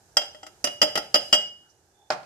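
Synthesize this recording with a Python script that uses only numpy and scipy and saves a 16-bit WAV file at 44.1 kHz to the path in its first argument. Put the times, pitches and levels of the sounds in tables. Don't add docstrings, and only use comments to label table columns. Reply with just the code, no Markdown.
import sys
import numpy as np
from scipy import signal
from scipy.fft import irfft
from scipy.io import wavfile

SR = 44100
rng = np.random.default_rng(int(sys.argv[2]) if len(sys.argv) > 2 else 0)


def log_audio(samples):
    frames = np.atleast_2d(samples).T
    limited = np.clip(frames, -1, 1)
    pcm = np.round(limited * 32767).astype(np.int16)
    wavfile.write(sys.argv[1], SR, pcm)


N = 99269
T = np.arange(N) / SR


def from_db(db):
    return 10 ** (np.asarray(db) / 20)


def at_hz(points, hz):
    freq_hz, value = np.transpose(points)
    return np.interp(np.log(np.maximum(hz, 1)), np.log(freq_hz), value)


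def pan(left_minus_right_db):
    gains = from_db(np.array([left_minus_right_db, -left_minus_right_db]) / 2)
    return gains / np.sqrt(np.mean(gains ** 2, axis=0))


# freq_hz, correlation [-1..1]
EAR_LIKENESS = [(50, 0.8), (250, 0.99), (700, .75), (1300, 0.11), (3000, 0), (12000, 0)]


def noise(spectrum, balance):
    hz = np.arange(N // 2 + 1) * SR / N
    mid, side = np.exp(2j * np.pi * rng.random((2, len(hz))))
    alike = np.clip(at_hz(EAR_LIKENESS, hz), -1, 1)
    both = np.sqrt(1 + alike) * mid + np.sqrt(1 - alike) * side * [[1], [-1]]
    colour = from_db(at_hz(spectrum, hz)) * (hz > 20)
    x = irfft(both * colour * pan(at_hz(balance, hz)), N)
    return x / x.std()


def decay(start_s, t60_s, rise_s=1e-5):
    age_s = np.maximum(T - start_s, 0)
    rise = 1 - np.exp(-age_s / rise_s)
    return rise * from_db(-60 * np.minimum(age_s / t60_s, 10))


# freq_hz, t60_s
ECHO_T60 = [(100, 0.6), (600, 0.34), (5000, 0.42), (13000, 0.3)]
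# freq_hz, level_db
ECHO_COLOUR = [(160, 4.5), (220, -4), (320, 3.5), (600, 2), (2000, -0.5), (5000, -6), (13000, -0.5)]
# freq_hz, left_minus_right_db
ECHO_BALANCE = [(200, -0.5), (1500, -3.5), (3000, -5.5), (6000, 4.5), (12000, -3)]
ECHO_BUILD_S = 0.002


def kitchen():
    rest = noise(ECHO_COLOUR, ECHO_BALANCE)
    echo = 0
    for hz in 125 * 2 ** np.arange(8):
        low_pass = signal.butter(2, hz * 1.3, fs=SR, output="sos")
        band = signal.sosfiltfilt(low_pass, rest)
        rest = rest - band
        echo = echo + band * decay(0, at_hz(ECHO_T60, hz))
    echo = echo * (1 - np.exp(-T / ECHO_BUILD_S))
    return echo[:, :SR * 3 // 4]


def in_room(x, echo, wet_db):
    wet = signal.fftconvolve(x, echo, axes=1)[:, :N]
    return x + from_db(wet_db) * wet * x.std() / (wet.std() + 1e-20)


MODE_RISE_S, MODE_SCATTER_DB = 0.0014, 3


def ring(mode, starts_s, levels_db, shifts_percent=0, rise_s=MODE_RISE_S):
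    hz, mode_db, t60_s, pan_db, lag_rad = mode
    out, t = np.zeros((2, N + SR)), T[:SR]
    envelope = decay(0, t60_s, rise_s)[:SR]
    pitches_hz = hz * (np.ones(len(starts_s)) + shifts_percent / 100)
    strikes_db = levels_db + MODE_SCATTER_DB * rng.standard_normal(len(starts_s))
    for start_s, pitch_hz, strike_db in zip(starts_s, pitches_hz, strikes_db):
        i = int(start_s * SR)
        tone = np.sin(2 * np.pi * pitch_hz * t - np.array([[0], [lag_rad]]))
        out[:, i:i + SR] += tone * envelope * from_db(strike_db + mode_db)
    return out[:, :N] * pan(pan_db)[:, None]


# freq_hz, left_minus_right_db
BURST_BALANCE = [(100, 1), (600, -2), (1500, 1.5), (3000, 0), (4800, -7.5), (7600, -6.5), (8700, 17),
                 (13000, 15)]


def bursts(starts_s, levels_db, spectrum, t60_s, rise_s):
    blows = zip(starts_s, levels_db)
    envelope = sum(from_db(level_db) * decay(start_s, t60_s, rise_s) for start_s, level_db in blows)
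    return noise(spectrum, BURST_BALANCE) * envelope


# freq_hz, level_db_per_hz (relative)
BACKGROUND_COLOUR = [(25, -11.5), (87, 3), (247, -10), (384, -0.5), (524, -8), (859, -3.5), (1090, -15),
                     (1650, -9.5), (1970, -18.5), (3500, -20), (6360, -11), (15000, -27.5)]
# freq_hz, left_minus_right_db
BACKGROUND_BALANCE = [(100, -3.5), (600, -2.5), (1500, -3.5), (6000, -10.5), (9000, 12), (14000, 2.5)]
# time_s, level_db
BACKGROUND_LEVEL = [(0, -60), (.6, -58.5), (1.3, -55.5), (1.5, -63.5), (2.05, -65.5), (2.25, -61)]


def background():
    level_db = np.interp(T, *np.transpose(BACKGROUND_LEVEL))
    return from_db(level_db) * noise(BACKGROUND_COLOUR, BACKGROUND_BALANCE)


# low_body_db, upper_body_db, first_ring_db, second_ring_db, bright_db, high_db, top_db
JAR_KNOCKS = [(.1688, 0.5, -16, -53.5, -23.5, -20, -29, -14, -17, -7.5, -14),
              (.215, -1.5, -32, -49.5, -38, -39.5, -33, -47.5, -34, -36, -44),
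              (.346, 0.5, -48.5, -58.5, -41.5, -44, -61, -45.5, -49, -46.5, -53),
              (.4304, 4, -45.5, -61.5, -39.5, -39, -49, -51, -42, -35.5, -46),
              (.4653, 2.5, -39.5, -68, -45.5, -42, -50, -64.5, -41, -35.5, -36.5),
              (.6415, -3.5, -19, -33, -20.5, -24, -22.5, -37, -20.5, -13.5, -11),
              (.6705, -1, -24, -37.5, -28.5, -32, -36, -49.5, -41, -28.5, -34),
              (.8158, 0.5, -16, -34, -17.5, -17.5, -11.5, -16.5, -10, -8, -11),
              (.8262, 1, -17.5, -32, -17, -23, -16, -36.5, -16, -11, -13.5),
              (.9545, 1.5, -18.5, -28, -24, -26, -16.5, -27, -25, -20, -15),
              (.9748, 1.5, -22.5, -28, -23, -20.5, -30.5, -40, -26, -20, -22),
              (1.1425, -1.5, -14, -29.5, -20.5, -17.5, -20.5, -26, -8.5, -10, -16),
              (1.1555, -1, -23.5, -41.5, -18.5, -23, -14.5, -26.5, -14, -21, -16.5),
              (1.3268, 0.5, -12.5, -25.5, -16.5, -17, -14.5, -12.5, -9.5, -4.5, -17.5),
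              (1.340, 0.5, -27.5, -35.5, -36, -28.5, -24.5, -31, -8, -11.5, -18),
              (1.348, 0, -31.5, -42, -29.5, -31.5, -23.5, -34, -25, -19.5, -22)]
JAR_MODE_HZ = [296, 480, 552, 604, 748, 782, 1266, 1365, 1895, 1990, 2918, 2970, 3208, 4938, 5026, 5918,
               7355, 7660, 8880, 9912, 10440, 12235, 13250, 14035]
# level_db (added to the family's), t60_s, left_minus_right_db, right_ear_lag_rad
JAR_MODES = [(-11.5, 0.11, -1, 0.49), (-7, 0.022, -3.5, 0.18), (-3.5, 0.048, 9, 0.24), (-3, 0.14, 1, 1.3),
             (-6.5, 0.085, 3, .2), (-8.5, 0.076, 6, 0.17), (-0.5, 0.059, 6.5, 2.2), (-5.5, 0.068, 1, 0.87),
             (-4, 0.053, 10, 0.53), (-8, 0.059, 9, 1.3), (-1, 0.1, 8.5, 1.54), (-8.5, 0.065, -11.5, 5.1),
             (1.5, 0.16, 1, 1.91), (5, 0.028, 3.5, 0.2), (-4, 0.21, -8, 2.3), (-5, 0.046, -18, 9.7),
             (-9, 0.038, -1, 1.8), (-17.5, 0.074, -7.5, 0.94), (-13.5, 0.036, 20, 1),
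             (-25.5, 0.11, 19.5, 1.7), (-18, 0.042, 21.5, 1), (-30, .1, 0.5, 1.8), (-17.5, 0.047, 2.5, 1.5),
             (-31, 0.086, 0.5, 1.3)]
FAMILY_BORDERS_HZ = [700, 2500, 3100, 4000, 5500, 8000]
# freq_hz, echo_db
MODE_ECHO = [(300, -11.5), (600, -6), (2000, -18.5), (2900, -11.5), (3300, -14.5), (5000, -14.5),
             (13000, -12)]
# freq_hz, level_db_per_hz (relative)
CRACK_COLOUR = [(150, -23.5), (300, -6.5), (450, -4.5), (650, 11), (940, -2), (1350, 3.5), (2000, 6),
                (2400, 0.5), (2800, 11), (3700, -2.5), (4500, 0.5), (5200, 6), (6400, 0), (7400, -2.5),
                (8300, -19), (10300, -8.5), (11500, -32.5), (12500, -28.5), (13200, -6), (14000, -26.5),
                (14800, -49.5)]
CRACK_T60_S, CRACK_RISE_S, CRACK_ECHO_DB = 0.059, 0.0014, -9.5
# freq_hz, level_db_per_hz (relative)
THUD_COLOUR = [(40, -20), (110, -24), (170, -1.5), (380, -5), (600, -3), (1500, -37)]
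THUD_T60_S, THUD_RISE_S, THUD_ECHO_DB = 0.059, 0.0014, -7


def clinks(echo):
    starts_s, shifts_percent, crack_db, thud_db, *family_db = np.transpose(JAR_KNOCKS)
    crack = bursts(starts_s, crack_db, CRACK_COLOUR, CRACK_T60_S, CRACK_RISE_S)
    thud = bursts(starts_s, thud_db, THUD_COLOUR, THUD_T60_S, THUD_RISE_S)
    out = in_room(crack, echo, CRACK_ECHO_DB) + in_room(thud, echo, THUD_ECHO_DB)
    for hz, mode in zip(JAR_MODE_HZ, JAR_MODES):
        family = np.searchsorted(FAMILY_BORDERS_HZ, hz)
        body_shifts = shifts_percent * (family < 2)
        tone = ring((hz, *mode), starts_s, family_db[family], body_shifts)
        out = out + in_room(tone, echo, at_hz(MODE_ECHO, hz))
    return out


# start_s, first_mode_db, second_mode_db
FREE_STARTS = [(0.169, -44, -34.5), (0.6437, -28.5, -64), (1.3295, -14, -40.5)]
FREE_PITCHES_HZ = [2904, 3208]
# level_db (added to the start's), t60_s, left_minus_right_db, right_ear_lag_rad
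FREE_TONES = [(3, 0.43, -1, 1.6), (1.5, 0.49, -1, 2)]
FREE_RISE_S = 0.0043


def free_rings():
    starts_s, *mode_db = np.transpose(FREE_STARTS)
    out = 0
    for hz, mode, levels_db in zip(FREE_PITCHES_HZ, FREE_TONES, mode_db):
        out = out + ring((hz, *mode), starts_s, levels_db, rise_s=FREE_RISE_S)
    return out


# start_s, level_db
RIM_GLANCES = [(0.1703, -11), (1.145, -18.5), (1.33, -14)]
# pitch_hz, level_db (added to the glance's), t60_s, left_minus_right_db, right_ear_lag_rad
RIM_MODES = [(5090, 0.5, 0.03, -19, 0.2), (5178, 6, .028, -13.5, 0.77), (5360, 0, 0.031, -5.5, 0.5)]


def rim_pings(echo):
    starts_s, levels_db = np.transpose(RIM_GLANCES)
    pings = sum(ring(mode, starts_s, levels_db) for mode in RIM_MODES)
    return in_room(pings, echo, wet_db=-16.5)


# peak_s, length_s (peak to 1/e), centre_hz,
# width_octaves (centre to -6 dB), level_db
NOISE_SWELLS = [(1.268, 0.077, 6300, 0.75, -53.5), (1.672, .04, 1460, 0.24, -68),
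                (1.708, 0.016, 5540, 0.22, -61), (2.022, 0.08, 3510, 0.036, -70.5),
                (2.025, 0.057, 780, 0.15, -64.5)]


def faint_swells():
    out = 0
    for peak_s, length_s, centre_hz, width_octaves, level_db in NOISE_SWELLS:
        band = [(centre_hz * 2 ** (width_octaves * k), -6 * k * k) for k in range(-4, 5)]
        swell = np.exp(-((T - peak_s) / length_s) ** 2)
        out = out + from_db(level_db) * swell * noise(band, BACKGROUND_BALANCE)
    return out


# start_s, level_db
COUNTER_LANDINGS = [(2.1032, -20), (2.120, -30.5), (2.131, -37.5), (2.230, -48.5)]
# pitch_hz, level_db (added to the landing's), t60_s, left_minus_right_db, right_ear_lag_rad
STONE_MODES = [(634, -2, 0.061, -1, 0.17), (746, 8.5, 0.039, 3.5, 0.46), (778.7, -9, 0.1, -4.5, 0.96),
               (1368, -21.5, 0.15, -11, 0.62)]
# freq_hz, level_db_per_hz (relative)
CLACK_COLOUR = [(60, -60), (150, -1.5), (400, -12.5), (750, -5), (1400, -4), (2800, -14), (4200, -16),
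                (6000, -16), (8500, -29.5), (12000, -39), (14500, -46)]
CLACK_T60_S, CLACK_RISE_S, LANDING_ECHO_DB = 0.07, 0.001, -6.5
# freq_hz, level_db_per_hz (relative)
TICK_COLOUR = [(2500, -9), (5000, 10), (9000, -47), (14500, -36)]
TICK_DB, TICK_T60_S = -3.5, 0.031


def set_down(echo):
    starts_s, levels_db = np.transpose(COUNTER_LANDINGS)
    body = sum(ring(mode, starts_s, levels_db) for mode in STONE_MODES)
    tick = bursts(starts_s, levels_db + TICK_DB, TICK_COLOUR, TICK_T60_S, rise_s=1 / SR)
    clack = bursts(starts_s, levels_db, CLACK_COLOUR, CLACK_T60_S, CLACK_RISE_S)
    return in_room(body + tick + clack, echo, LANDING_ECHO_DB)


def scene():
    echo = kitchen()
    knocks = clinks(echo) + free_rings() + rim_pings(echo)
    return background() + knocks + faint_swells() + set_down(echo)


LOW_CUT_HZ, OVERLOAD, CUTOFF_HZ = 39, 1, 15600


def record(dry):
    high_pass = signal.butter(2, LOW_CUT_HZ, "high", fs=SR, output="sos")
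    thinned = signal.sosfilt(high_pass, dry)
    rounded = OVERLOAD * np.tanh(thinned / OVERLOAD)
    low_pass = signal.cheby2(12, 60, CUTOFF_HZ, fs=SR, output="sos")
    return signal.sosfilt(low_pass, rounded)


dry = scene()
out = record(dry)
log_audio(out)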